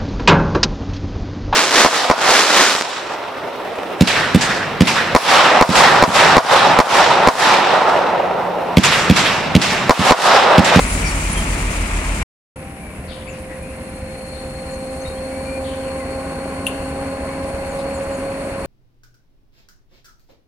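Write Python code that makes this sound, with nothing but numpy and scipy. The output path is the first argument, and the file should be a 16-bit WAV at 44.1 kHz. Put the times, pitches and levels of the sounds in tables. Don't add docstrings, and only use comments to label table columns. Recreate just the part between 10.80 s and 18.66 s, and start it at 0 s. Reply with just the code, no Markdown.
import sys
import numpy as np
from scipy import signal
from scipy.fft import rfft, irfft, next_fast_len
from scipy.io import wavfile

SR = 44100
rng = np.random.default_rng(int(sys.argv[2]) if len(sys.argv) > 2 else 0)


def materialize(psi):
    bounded = np.clip(np.atleast_2d(psi).T, -1, 1)
    quanta = np.round(bounded * 32767).astype(np.int16)
    wavfile.write(sys.argv[1], SR, quanta)


N = 346626
TIME = np.arange(N) / SR

NEAR_END_S, FAR_START_S = 1.428, 1.758
CUTOFF_HZ = 15700
NEAR_LAG_S, FAR_LAG_S = -0.000095, 0.000088

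# multiple of the firing rate, level/dB
NEAR_ORDERS = [(1, -26.5), (2, -30), (3, -40.5), (4, -40.5)]
SECOND_ORDERS = [(1, -23.5), (2, -45), (3, -44)]
SUM_TONE_DB, SHAKE_DB = -38.5, -43.5
# from t/s, to t/s, firing rate before f/Hz, after f/Hz
NEAR_SLOWING = (0.17, 1.2, 40.4, 38.4)
SECOND_SLOWING = (0.25, 0.95, 49.8, 45.3)
# level at first/dB, loss/dB per s
NEAR_RUMBLE, NEAR_CLATTER, NEAR_AIR = (-25.5, 1.4), (-27.5, 2.05), (-31.0, 4)
# f/Hz, relative level/dB per Hz
RUMBLE = [(85, -0.5), (110, -5), (165, 0.5), (225, -2.5), (260, -3.5), (330, -7.5), (450, -12), (660, -9),
          (780, -16.5), (1000, -17)]
CLATTER = [(500, -26.5), (850, -0.5), (1250, 0), (1560, -2.5), (2350, 1.5), (3350, -11.5), (4200, -16.5),
           (5460, -43), (9240, -120)]
NEAR_HISS = [(2290, -33), (3900, -4), (4690, 0), (5090, -1), (5420, -1.5), (7490, 3.5), (9820, 1.5),
             (11300, -9.5), (12100, -19.5), (13300, -12), (15500, -15.5)]
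# f/Hz, relative level/dB per Hz
STREET_BASS = [(15, -24), (30, -5), (50, -5), (75, 1), (100, -9.5), (140, -20)]
# f/Hz, left-right likeness, left minus right level/dB
NEAR_IMAGE = [(100, 1, -2), (400, 0.9, 1), (903, 0.67, 0.5), (1600, 0.42, 1), (2410, -0.24, 5),
              (3700, 0.12, 8), (5000, 0.078, -3), (7500, -0.098, 6.5), (9700, 0.27, -6.5),
              (13000, -0.2, 0.5)]
# t/s, length/s, start f/Hz, end f/Hz, level/dB, left minus right level/dB,
# rasp as share of pitch
SQUEAKS = [(.06, 0.091, 9750, 10250, -35, -8, .008), (.238, 0.016, 2445, 2300, -27, 12, 0.035),
           (.25, 0.025, 5660, 5500, -35.5, 1, 0.016), (.293, .04, 5550, 5620, -44, 0.5, 0.011),
           (.235, 0.071, 4870, 4490, -39.5, -3.5, 0.032), (.512, .02, 9870, 9700, -33.5, -19, .005),
           (.55, 0.059, 3200, 3100, -36.5, -2, 0.013), (.56, 0.042, 10500, 10800, -35, -4.5, .025)]
# t/s, level/dB
CHASSIS_KNOCKS = [(1.111, -48), (1.416, -35)]

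# f/Hz, left-right likeness, left minus right level/dB
FAR_IMAGE = [(152, 0.94, -1.5), (383, 0.97, 3.5), (696, 0.95, -2.5), (1200, 0.7, 0.5), (2240, 0.015, 3),
             (3500, 0.62, 2.5), (6000, 0.31, 0), (7200, 0.3, 1.5), (8800, -0.038, -7), (11700, -0.11, 4),
             (12500, -0.26, 14.5)]
START_M, CRAWL_M_PER_S = 72, 3.3
# from t/s, to t/s, level hidden/dB, level clear/dB
CLEARING = (3.5, 5.5, -7, -1)
# level at START_M before the trees' shading/dB, share of that shading
EXHAUST_LEVEL, ROAR_LEVEL, CLATTER_LEVEL = (-36.5, 0.071), (-35, 1), (-43, 0.25)
# f/Hz, relative level/dB per Hz
EXHAUST = [(85, -4.5), (110, -8.5), (130, -9), (150, -1), (170, -3.5), (195, -3), (250, -4.5), (310, -7),
           (400, -23.5), (480, -35)]
ROAR = [(250, -17), (380, -0.5), (480, 0), (600, 1.5), (720, -2), (880, -9.5), (1040, -4.5), (1250, -14),
        (1600, -22.5)]
FAR_CLATTER = [(800, 0.5), (1200, -3), (1500, 0), (1800, 1.4), (2200, 3), (2700, -1), (3200, -11),
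               (4200, -15), (5500, -16), (7000, -24.5)]
# f/Hz, relative level/dB per Hz
KNOCK_BAND = [(850, -9), (1050, 0.5), (1250, -10), (1500, -2.5), (1800, -12)]
# from t/s, to t/s, level before/dB, level after/dB
KNOCK_RISE = (3, 5.5, -54.5, -41)
FAN_BLADES, CYLINDERS = 9, 6
# flutter strength/dB, waver/cycles, left minus right level/dB
FAN_PARTIALS = [(1.6, 0.095, 0), (2.03, 0.013, -1.5), (2.5, 0.053, 5), (3, .06, -1)]
# t/s, f/Hz
DRONE_PITCH = [(2.3, 522.6), (4.48, 527.2), (4.53, 530), (5.33, 532.3), (6.98, 545), (7.86, 545.2)]
# t/s, level/dB
LOW_DRONE = [(2.3, -59), (3.9, -46), (4.15, -40), (5.0, -34), (5.8, -34), (6.25, -31.5), (6.65, -35),
             (6.88, -44), (7.05, -33), (7.25, -38), (7.48, -32.5), (7.62, -38.5), (7.86, -37)]
DRONE = [(2.2, -52), (2.32, -39.5), (2.67, -36), (2.81, -37.5), (4.42, -29.5), (5.24, -28.5), (5.75, -33),
         (7.23, -25.5), (7.86, -30)]
# loudest at t/s, level there/dB, loss/dB per s squared
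HIGH_SWELL, TOP_SWELL = (5.8, -39.5, 1.48), (5.5, -45, 38)
DRONE_FLARE, HIGH_FLARE = (1.79, -41, 630), (1.956, -43.5, 410)

# f/Hz, relative level/dB per Hz
HIGH_HISS = [(4000, -5.5), (5300, -10), (7100, -1.5), (8200, 2), (9200, 7), (10300, 4), (11200, -7.5),
             (12000, -12), (13600, -17), (14600, -48)]
# from t/s, to t/s, level before/dB, level after/dB
HISS_RISE, INSECT_FADE = (2.5, 4, -51.5, -45.5), (1.5, 6, -50.5, -68)
# f/Hz, relative level/dB per Hz
INSECT_BAND = [(9800, -24), (10150, -10), (10420, -2), (10700, -15), (11100, -21)]
RASP_BAND = [(8300, -21), (9300, -3), (9900, 3), (10400, -3), (11000, -18)]
# t/s, level/dB
RASPS = [(2.83, -45), (2.9, -48), (2.965, -46), (3.035, -45), (3.098, -43), (3.16, -45), (3.385, -44),
         (3.425, -47), (3.487, -45)]
RASP_HALF_S = 0.009

FIRST_PUFF_S, IDLE_CYCLE_S, IDLE_SAG_S = 1.7728, 0.10386, 0.000083
PUFF_DB, PUFF_SPREAD_DB = -28, 1.2
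PUFF_HZ, PUFF_WIDTH_S = 77, 0.0062
# t/s, how late it fires/s
IDLE_HUNT = [(1.8, -.008), (2.2, .002), (2.6, 0), (3.0, -.008), (3.65, .001), (4.1, -.002), (4.65, -.008),
             (5.05, .002), (5.3, .012), (6.4, .011), (7.2, -.014), (7.65, .004)]
# t/s, extra level/dB
ODD_PUFFS = [(1.98, -3), (2.19, 3), (2.81, 4), (3.23, 5.5), (3.65, 3), (4.28, 3), (4.5, -7), (5.03, -3),
             (5.26, 4), (6.0, 4), (6.11, 3), (6.32, -11), (6.43, 3), (6.53, -4), (6.64, 2), (6.75, 6.5),
             (7.16, -13), (7.27, 2), (7.72, 4), (7.83, 4)]

# t/s, length/s, start f/Hz, end f/Hz, level/dB,
# left minus right level/dB, rasp as share of pitch
WHISTLES = [(1.992, 0.16, 2390, 2230, -50, 19, 0.014), (2.467, 0.024, 4780, 4400, -55, 14, .005),
            (2.465, 0.041, 2380, 2560, -40.5, 14, 0.073), (2.504, 0.084, 2530, 2690, -48.5, 12, .065),
            (2.689, 0.082, 1950, 1900, -48, 19.5, 0.037), (2.822, 0.041, 2420, 2450, -45.5, 15, 0.025),
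            (2.864, 0.073, 2650, 2490, -49, 12, .06), (4.212, 0.027, 6170, 6700, -49, 16, .035),
            (4.25, 0.043, 3785, 3800, -48, 23, .015), (4.35, 0.047, 3020, 3420, -53, 12, .015),
            (4.501, 0.14, 2210, 2370, -45.5, 5, .003), (4.648, 0.15, 2356, 2430, -40, 8, 0.002),
            (5.194, 0.057, 2130, 1910, -40.5, 9, 0.018), (6.48, 0.086, 2267, 2220, -43, 7, 0.023)]
# t/s, length/s, start f/Hz, level/dB, left minus right level/dB
SCOLDS = [(2.272, 0.034, 5000, -53, 14), (2.288, 0.049, 4400, -46, 15.5), (2.335, .055, 4100, -48, 9),
          (2.52, 0.056, 5680, -58, 13), (3.528, 0.066, 4780, -54, 13), (4.835, 0.055, 4150, -47.5, 15),
          (4.875, 0.076, 3900, -48, 10), (5.02, 0.096, 3190, -50, 10)]
SCOLD_FALL, SCOLD_RASP = 0.66, 0.105
# t/s, start f/Hz, level/dB, left minus right level/dB
CHIPS = [(2.478, 7500, -52, 18), (3.905, 7250, -53, 18), (6.88, 7700, -50, 8), (7.13, 7900, -47, 15),
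         (7.31, 7750, -49, 11)]
CHIP_S, CHIP_FALL, CHIP_RASP = 0.058, 0.85, 0.035

TURBO_HZ, TURBO_HZ_PER_S, BOOST = 4240, 9.8, (4.5, 4.1, 76)
# from t/s, to t/s, before/dB, after/dB
TURBO_ATTACK, TURBO_FADE_DB_PER_S = (2.5, 3.5, -64.5, -42.8), 0.68
# f/Hz, half width/Hz
TURBO_DUCT = (4320, 96)
WARBLE_HZ, SWAY_HZ = 52, 17
WARBLE_SLIP_TURNS, WHISTLE_JITTER_HZ = 0.07, 27

# t/s, level/dB, centre f/Hz
TICKS = [(3.535, -52, 4300), (4.2, -49, 9000), (4.272, -43, 8800), (4.28, -47, 4400), (6.638, -48, 4700),
         (6.972, -50, 3700), (6.987, -43, 4260), (6.997, -44, 3900), (7.233, -42, 8000)]
TICK_FALL_DB_PER_S, TICK_ATTACK_S, TICK_EDGE_DB = 600, 0.002, -20

# t/s, level/dB
CLINK = [(5.865, -25.5), (5.867, -25.5), (5.868, -23)]
# f/Hz, level/dB, time to die by 60 dB/s
CLINK_MODES = [(2747, 2.5, 0.036), (2980, -5, .025), (6160, -20, 0.028), (9700, -6, 0.035),
               (10300, -13, 0.038), (13870, -17, .035)]
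# f/Hz, relative level/dB per Hz
CRACK = [(2200, -10), (2800, 7), (3600, -9), (5000, -25), (8000, -9), (10000, 2), (12000, -16),
         (15000, -35)]


def from_db(db):
    return 10 ** (np.asarray(db) / 20)


def rms_one(x):
    return x / np.sqrt(np.mean(x ** 2) + 1e-20)


def in_time(rows):
    return np.interp(TIME, *np.transpose(rows))


def at_hz(rows, hz):
    points, *columns = np.transpose(rows)
    log_hz = np.log(hz + 0.00089)
    return [np.interp(log_hz, np.log(points), c) for c in columns]


def ramp(start_s, end_s, before, after):
    return np.interp(TIME, [start_s, end_s], [before, after])


def swell(peak_s, peak_db, loss_db):
    return peak_db - np.minimum(loss_db * (TIME - peak_s) ** 2, 60)


def drift(rate):
    step, settle = 40, 2000
    r = np.exp(-2 * np.pi * rate * step / SR)
    noise = rng.standard_normal(N // step + 2 + settle)
    slow = signal.lfilter([1], [1, -2 * r, r * r], noise)[settle:]
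    return np.interp(np.arange(N) / step, np.arange(len(slow)), rms_one(slow))


def turns_of(hz):
    return np.cumsum(hz) / SR


def pan(db):
    return from_db(np.array([[db], [-db]]) / 2)


def hiss():
    return rng.standard_normal((2, N))


def coloured(pair, spectrum, image, lag_s=0):
    size = next_fast_len(N)
    hz = np.arange(size // 2 + 1) * SR / size
    likeness, balance_db = at_hz(image, hz)
    apart = np.minimum(1, hz / 300) ** 2
    likeness = 1 - apart * (1 - np.clip(likeness, -1, 1))
    balance_db = apart * balance_db
    low_skirt = np.minimum(1, hz / spectrum[0][0]) ** 4
    high_skirt = np.minimum(1, spectrum[-1][0] / (hz + 1)) ** 8
    gain = from_db(at_hz(spectrum, hz)[0]) * low_skirt * high_skirt
    mid, side = rfft(pair, size) * gain * np.sqrt([1 + likeness, 1 - likeness])
    left = (mid + side) * np.exp(-2j * np.pi * hz * lag_s)
    right = mid - side
    balance = from_db([balance_db / 2, -balance_db / 2])
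    out = irfft(np.array([left, right]) * balance, size)[:, :N]
    return out / np.std(out.mean(0))


def bursts(firings, depth_db, uneven_db):
    strength_db = uneven_db * rng.uniform(-1, 1, int(firings[-1]) + 1)
    level_db = strength_db[firings.astype(int)] - depth_db * (firings % 1)
    return rms_one(hiss() * from_db(level_db))


def pulses(firings, uneven_db, rough_db):
    at = np.flatnonzero(np.diff(np.floor(firings)))
    cylinder = np.arange(len(at)) % CYLINDERS
    out = np.zeros((2, N))
    for path in out:
        late = (rng.uniform(0, 0.00805, CYLINDERS) * SR).astype(int)
        cylinder_db = uneven_db * rng.uniform(-1.3, 1, CYLINDERS)
        chance_db = rough_db * rng.uniform(-0.92, 1, len(at))
        landing = np.minimum(at + late[cylinder], N - 1)
        path[landing] = from_db(cylinder_db[cylinder] + chance_db)
    return rms_one(out)


def ring(clicks, hz, t60):
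    r, w = from_db(-60 / (t60 * SR)), 2 * np.pi * hz / SR
    return signal.lfilter([0, np.sin(w)], [1, -2 * r * np.cos(w), r * r], clicks + 1e-18)


def scatter(x, wet_db, t60):
    t = TIME[:SR // 2]
    tail = rng.standard_normal((2, len(t))) * from_db(-60 * t / t60) * (t > 0.008)
    tail /= np.sqrt(np.sum(tail ** 2, axis=1, keepdims=True))
    tail = signal.sosfilt(signal.butter(2, 9000, fs=SR, output="sos"), tail)
    return x + from_db(wet_db) * signal.fftconvolve(x, tail, axes=1)[:, :N]


def glides(rows):
    out, jitter = np.zeros((2, N)), drift(260)
    for s, length, start_hz, end_hz, level_db, pan_db, rasp in rows:
        u = np.linspace(0, 1, int(length * SR))
        at = max(int(s * SR), 0) + np.arange(len(u))
        hz = start_hz * (end_hz / start_hz) ** u * (1 + rasp * jitter[at])
        shape = 2 * np.sqrt(u * (1 - u))
        tone = np.sqrt(2) * np.sin(2 * np.pi * turns_of(hz))
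        out[:, at] += pan(pan_db) * from_db(level_db) * shape * tone
    return out


def exhaust_note(firings, orders, rough_db):
    note = 0
    for k, db in orders:
        level = from_db(db + rough_db * drift(13))
        note = note + np.sqrt(2) * level * np.sin(2 * np.pi * k * firings)
    return note


def near_truck():
    rumble_db, clatter_db, hiss_db = (db - loss * TIME for db, loss in (NEAR_RUMBLE, NEAR_CLATTER, NEAR_AIR))
    firings = turns_of(ramp(*NEAR_SLOWING))
    second = turns_of(ramp(*SECOND_SLOWING)) - 1 / 3
    throb = exhaust_note(firings, NEAR_ORDERS, rough_db=0.4)
    throb += exhaust_note(second, SECOND_ORDERS, rough_db=0.4)
    throb += exhaust_note(firings + second, [(1, SUM_TONE_DB)], rough_db=1.5)
    throb += exhaust_note(second / 2, [(1, SHAKE_DB)], rough_db=1.5)
    bass = from_db(-47) * coloured(hiss(), STREET_BASS, NEAR_IMAGE)
    surges = bursts(firings, depth_db=1, uneven_db=2)
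    rumble = from_db(rumble_db) * coloured(surges, RUMBLE, NEAR_IMAGE, NEAR_LAG_S)
    knocks = sum(from_db(db - 450 * np.abs(TIME - s)) * (TIME > s) for s, db in CHASSIS_KNOCKS)
    ticking = pulses(3 * firings, uneven_db=2, rough_db=2)
    rattle = rms_one(bursts(firings, depth_db=3.5, uneven_db=0) + 0.32 * ticking)
    clatter = (from_db(clatter_db) + knocks) * coloured(rattle, CLATTER, NEAR_IMAGE, 2 * NEAR_LAG_S)
    breath = bursts(firings, depth_db=0, uneven_db=2)
    air = from_db(hiss_db) * coloured(breath, NEAR_HISS, NEAR_IMAGE)
    squeaks = scatter(glides(SQUEAKS), wet_db=3, t60=0.12)
    return throb + bass + rumble + clatter + air + squeaks


def approach(start_db, shading):
    metres = np.maximum(START_M - CRAWL_M_PER_S * TIME, 1)
    return from_db(start_db + shading * ramp(*CLEARING)) * START_M / metres


def loaded_truck():
    blade_hz = in_time(DRONE_PITCH) / 2
    crank = turns_of(blade_hz * (1 + 0.002 * drift(17))) / FAN_BLADES
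    firings = crank * CYLINDERS / 2

    def on_road(source, colour):
        return coloured(source, colour, FAR_IMAGE, FAR_LAG_S)

    beats = rms_one(hiss() + 0.65 * pulses(firings, uneven_db=3.5, rough_db=0.5))
    exhaust = approach(*EXHAUST_LEVEL) * on_road(beats, EXHAUST)
    surges = bursts(firings, depth_db=2.5, uneven_db=2)
    growl = rms_one(surges + 0.36 * pulses(firings, uneven_db=8, rough_db=4.5))
    roar = approach(*ROAR_LEVEL) * on_road(growl, ROAR)
    rattle = bursts(firings, depth_db=2.5, uneven_db=2)
    clatter = approach(*CLATTER_LEVEL) * on_road(rattle, FAR_CLATTER)
    knock = from_db(ramp(*KNOCK_RISE)) * on_road(bursts(firings, depth_db=4.5, uneven_db=2), KNOCK_BAND)
    return exhaust + roar + clatter + knock + fan(crank, blade_hz) + turbo(crank)


def fan(crank, blade_hz):
    drone_db = np.maximum(in_time(DRONE), swell(*DRONE_FLARE))
    high_db = np.maximum(swell(*HIGH_SWELL), swell(*HIGH_FLARE))
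    partial_db = [in_time(LOW_DRONE), drone_db, high_db, swell(*TOP_SWELL)]
    lag_s = np.array([[FAR_LAG_S], [0]])
    blades = FAN_BLADES * crank - lag_s * blade_hz
    out = 0
    for k, (db, (flutter_db, waver, pan_db)) in enumerate(zip(partial_db, FAN_PARTIALS), start=1):
        cycles = k * blades + waver * drift(8.3)
        flutter = flutter_db * (0.7 * drift(38) + 0.48 * drift(6.5))
        out = out + pan(pan_db) * np.sqrt(2) * from_db(db + flutter) * np.sin(2 * np.pi * cycles)
    return out


def roadside():
    bass = from_db(-39) * coloured(hiss(), STREET_BASS, FAR_IMAGE)
    high_level = from_db(ramp(*HISS_RISE) + 0.82 * drift(15))
    high = high_level * coloured(hiss(), HIGH_HISS, FAR_IMAGE)
    return bass + high + insects() + birds() + ticks()


def insects():
    buzz_level = from_db(ramp(*INSECT_FADE) + 1.8 * drift(27))
    buzz = buzz_level * coloured(hiss(), INSECT_BAND, FAR_IMAGE)
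    rasps = sum(from_db(db) / (1 + ((TIME - s) / RASP_HALF_S) ** 2) ** 2 for s, db in RASPS)
    return buzz + rasps * coloured(hiss(), RASP_BAND, FAR_IMAGE)


def motorbike():
    n = np.arange((N / SR - FIRST_PUFF_S) // IDLE_CYCLE_S)
    due = FIRST_PUFF_S + IDLE_CYCLE_S * n + IDLE_SAG_S * n ** 2 / 2
    late = np.interp(due, *np.transpose(IDLE_HUNT))
    at = ((due + late) * SR).astype(int)
    at = at[at < N]
    puffs = np.zeros(N)
    puffs[at] = from_db(PUFF_DB + PUFF_SPREAD_DB * np.clip(rng.standard_normal(len(at)), -2, 1.5))
    for s, extra_db in ODD_PUFFS:
        nearest = at[np.argmin(np.abs(at / SR - s))]
        puffs[nearest] *= from_db(extra_db)
    t = np.arange(-SR // 40, SR // 40) / SR
    hump = np.cos(2 * np.pi * PUFF_HZ * t) * np.exp(-(t / PUFF_WIDTH_S) ** 2 / 2)
    thump = signal.fftconvolve(puffs, hump, "same")
    hum = from_db(-11) * ring(puffs, hz=76, t60=0.37) + from_db(-14.5) * ring(puffs, hz=149.4, t60=0.3)
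    return thump + hum


def birds():
    scolds = [(s, length, hz, hz * SCOLD_FALL, db, side, SCOLD_RASP) for s, length, hz, db, side in SCOLDS]
    chips = [(s, CHIP_S, hz, hz * CHIP_FALL, db, side, CHIP_RASP) for s, hz, db, side in CHIPS]
    far = scatter(glides(scolds), wet_db=3, t60=0.55)
    flicker = from_db(2 * drift(90) - 1)
    close = scatter(glides(chips + WHISTLES) * flicker, wet_db=-7, t60=0.25)
    return far + close


def turbo(crank):
    turns = crank + WARBLE_SLIP_TURNS * drift(4.1)
    arch = np.pi * np.abs(np.sin(np.pi * turns)) - 2
    warble = WARBLE_HZ * arch * (1 + 0.2 * drift(9))
    sway = SWAY_HZ * np.sin(np.pi * turns)
    boost_s, hz_before, hz_after = BOOST
    boost = np.where(TIME < boost_s, hz_before, hz_after)
    hz = TURBO_HZ + TURBO_HZ_PER_S * TIME + boost + warble + sway
    duct_hz, half_width_hz = TURBO_DUCT
    duct = 1 / np.hypot(1, (hz - duct_hz) / half_width_hz)
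    level_db = ramp(*TURBO_ATTACK) - TURBO_FADE_DB_PER_S * TIME + 1.6 * drift(23)
    tone = np.sin(2 * np.pi * turns_of(hz + WHISTLE_JITTER_HZ * drift(150)))
    opposed = np.array([[1], [-1]])
    return scatter(pan(15.2) * opposed * tone * duct * from_db(level_db), wet_db=-9, t60=0.12)


def ticks():
    out, noise = 0, hiss()
    for s, db, hz in TICKS:
        age = np.maximum(TIME - s, 0)
        band = [(hz / np.sqrt(2), TICK_EDGE_DB), (hz, 0), (hz * np.sqrt(2), TICK_EDGE_DB)]
        level = np.minimum(age / TICK_ATTACK_S, 1) * from_db(db - TICK_FALL_DB_PER_S * age)
        out = out + level * coloured(noise, band, FAR_IMAGE)
    return pan(6.7) * out


def clink():
    ringing = np.zeros((2, N))
    for hz, db, t60 in CLINK_MODES:
        contacts = np.zeros(N)
        for s, contact_db in CLINK:
            whole_cycles_s = round(s * hz) / hz
            contacts[round(whole_cycles_s * SR)] = from_db(contact_db + db)
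        ringing += ring(contacts, hz, t60)
    crack_level = sum(from_db(db - 7 - 660 * np.abs(TIME - s)) * (TIME > s) for s, db in CLINK)
    crack = crack_level * coloured(hiss(), CRACK, FAR_IMAGE)
    return scatter(pan(4.5) * (ringing + crack), wet_db=-9.5, t60=0.93)


def scene():
    fade_s = 0.0033
    queue = np.clip((NEAR_END_S - TIME) / fade_s + 1, 0, 1)
    road = np.clip((TIME - FAR_START_S) / fade_s, 0, 1)
    return queue * near_truck() + road * (loaded_truck() + motorbike() + clink() + roadside())


def record(dry):
    return signal.sosfilt(signal.ellip(10, 0.1, 90, CUTOFF_HZ, fs=SR, output="sos"), dry)


dry = scene()
out = record(dry)
materialize(out)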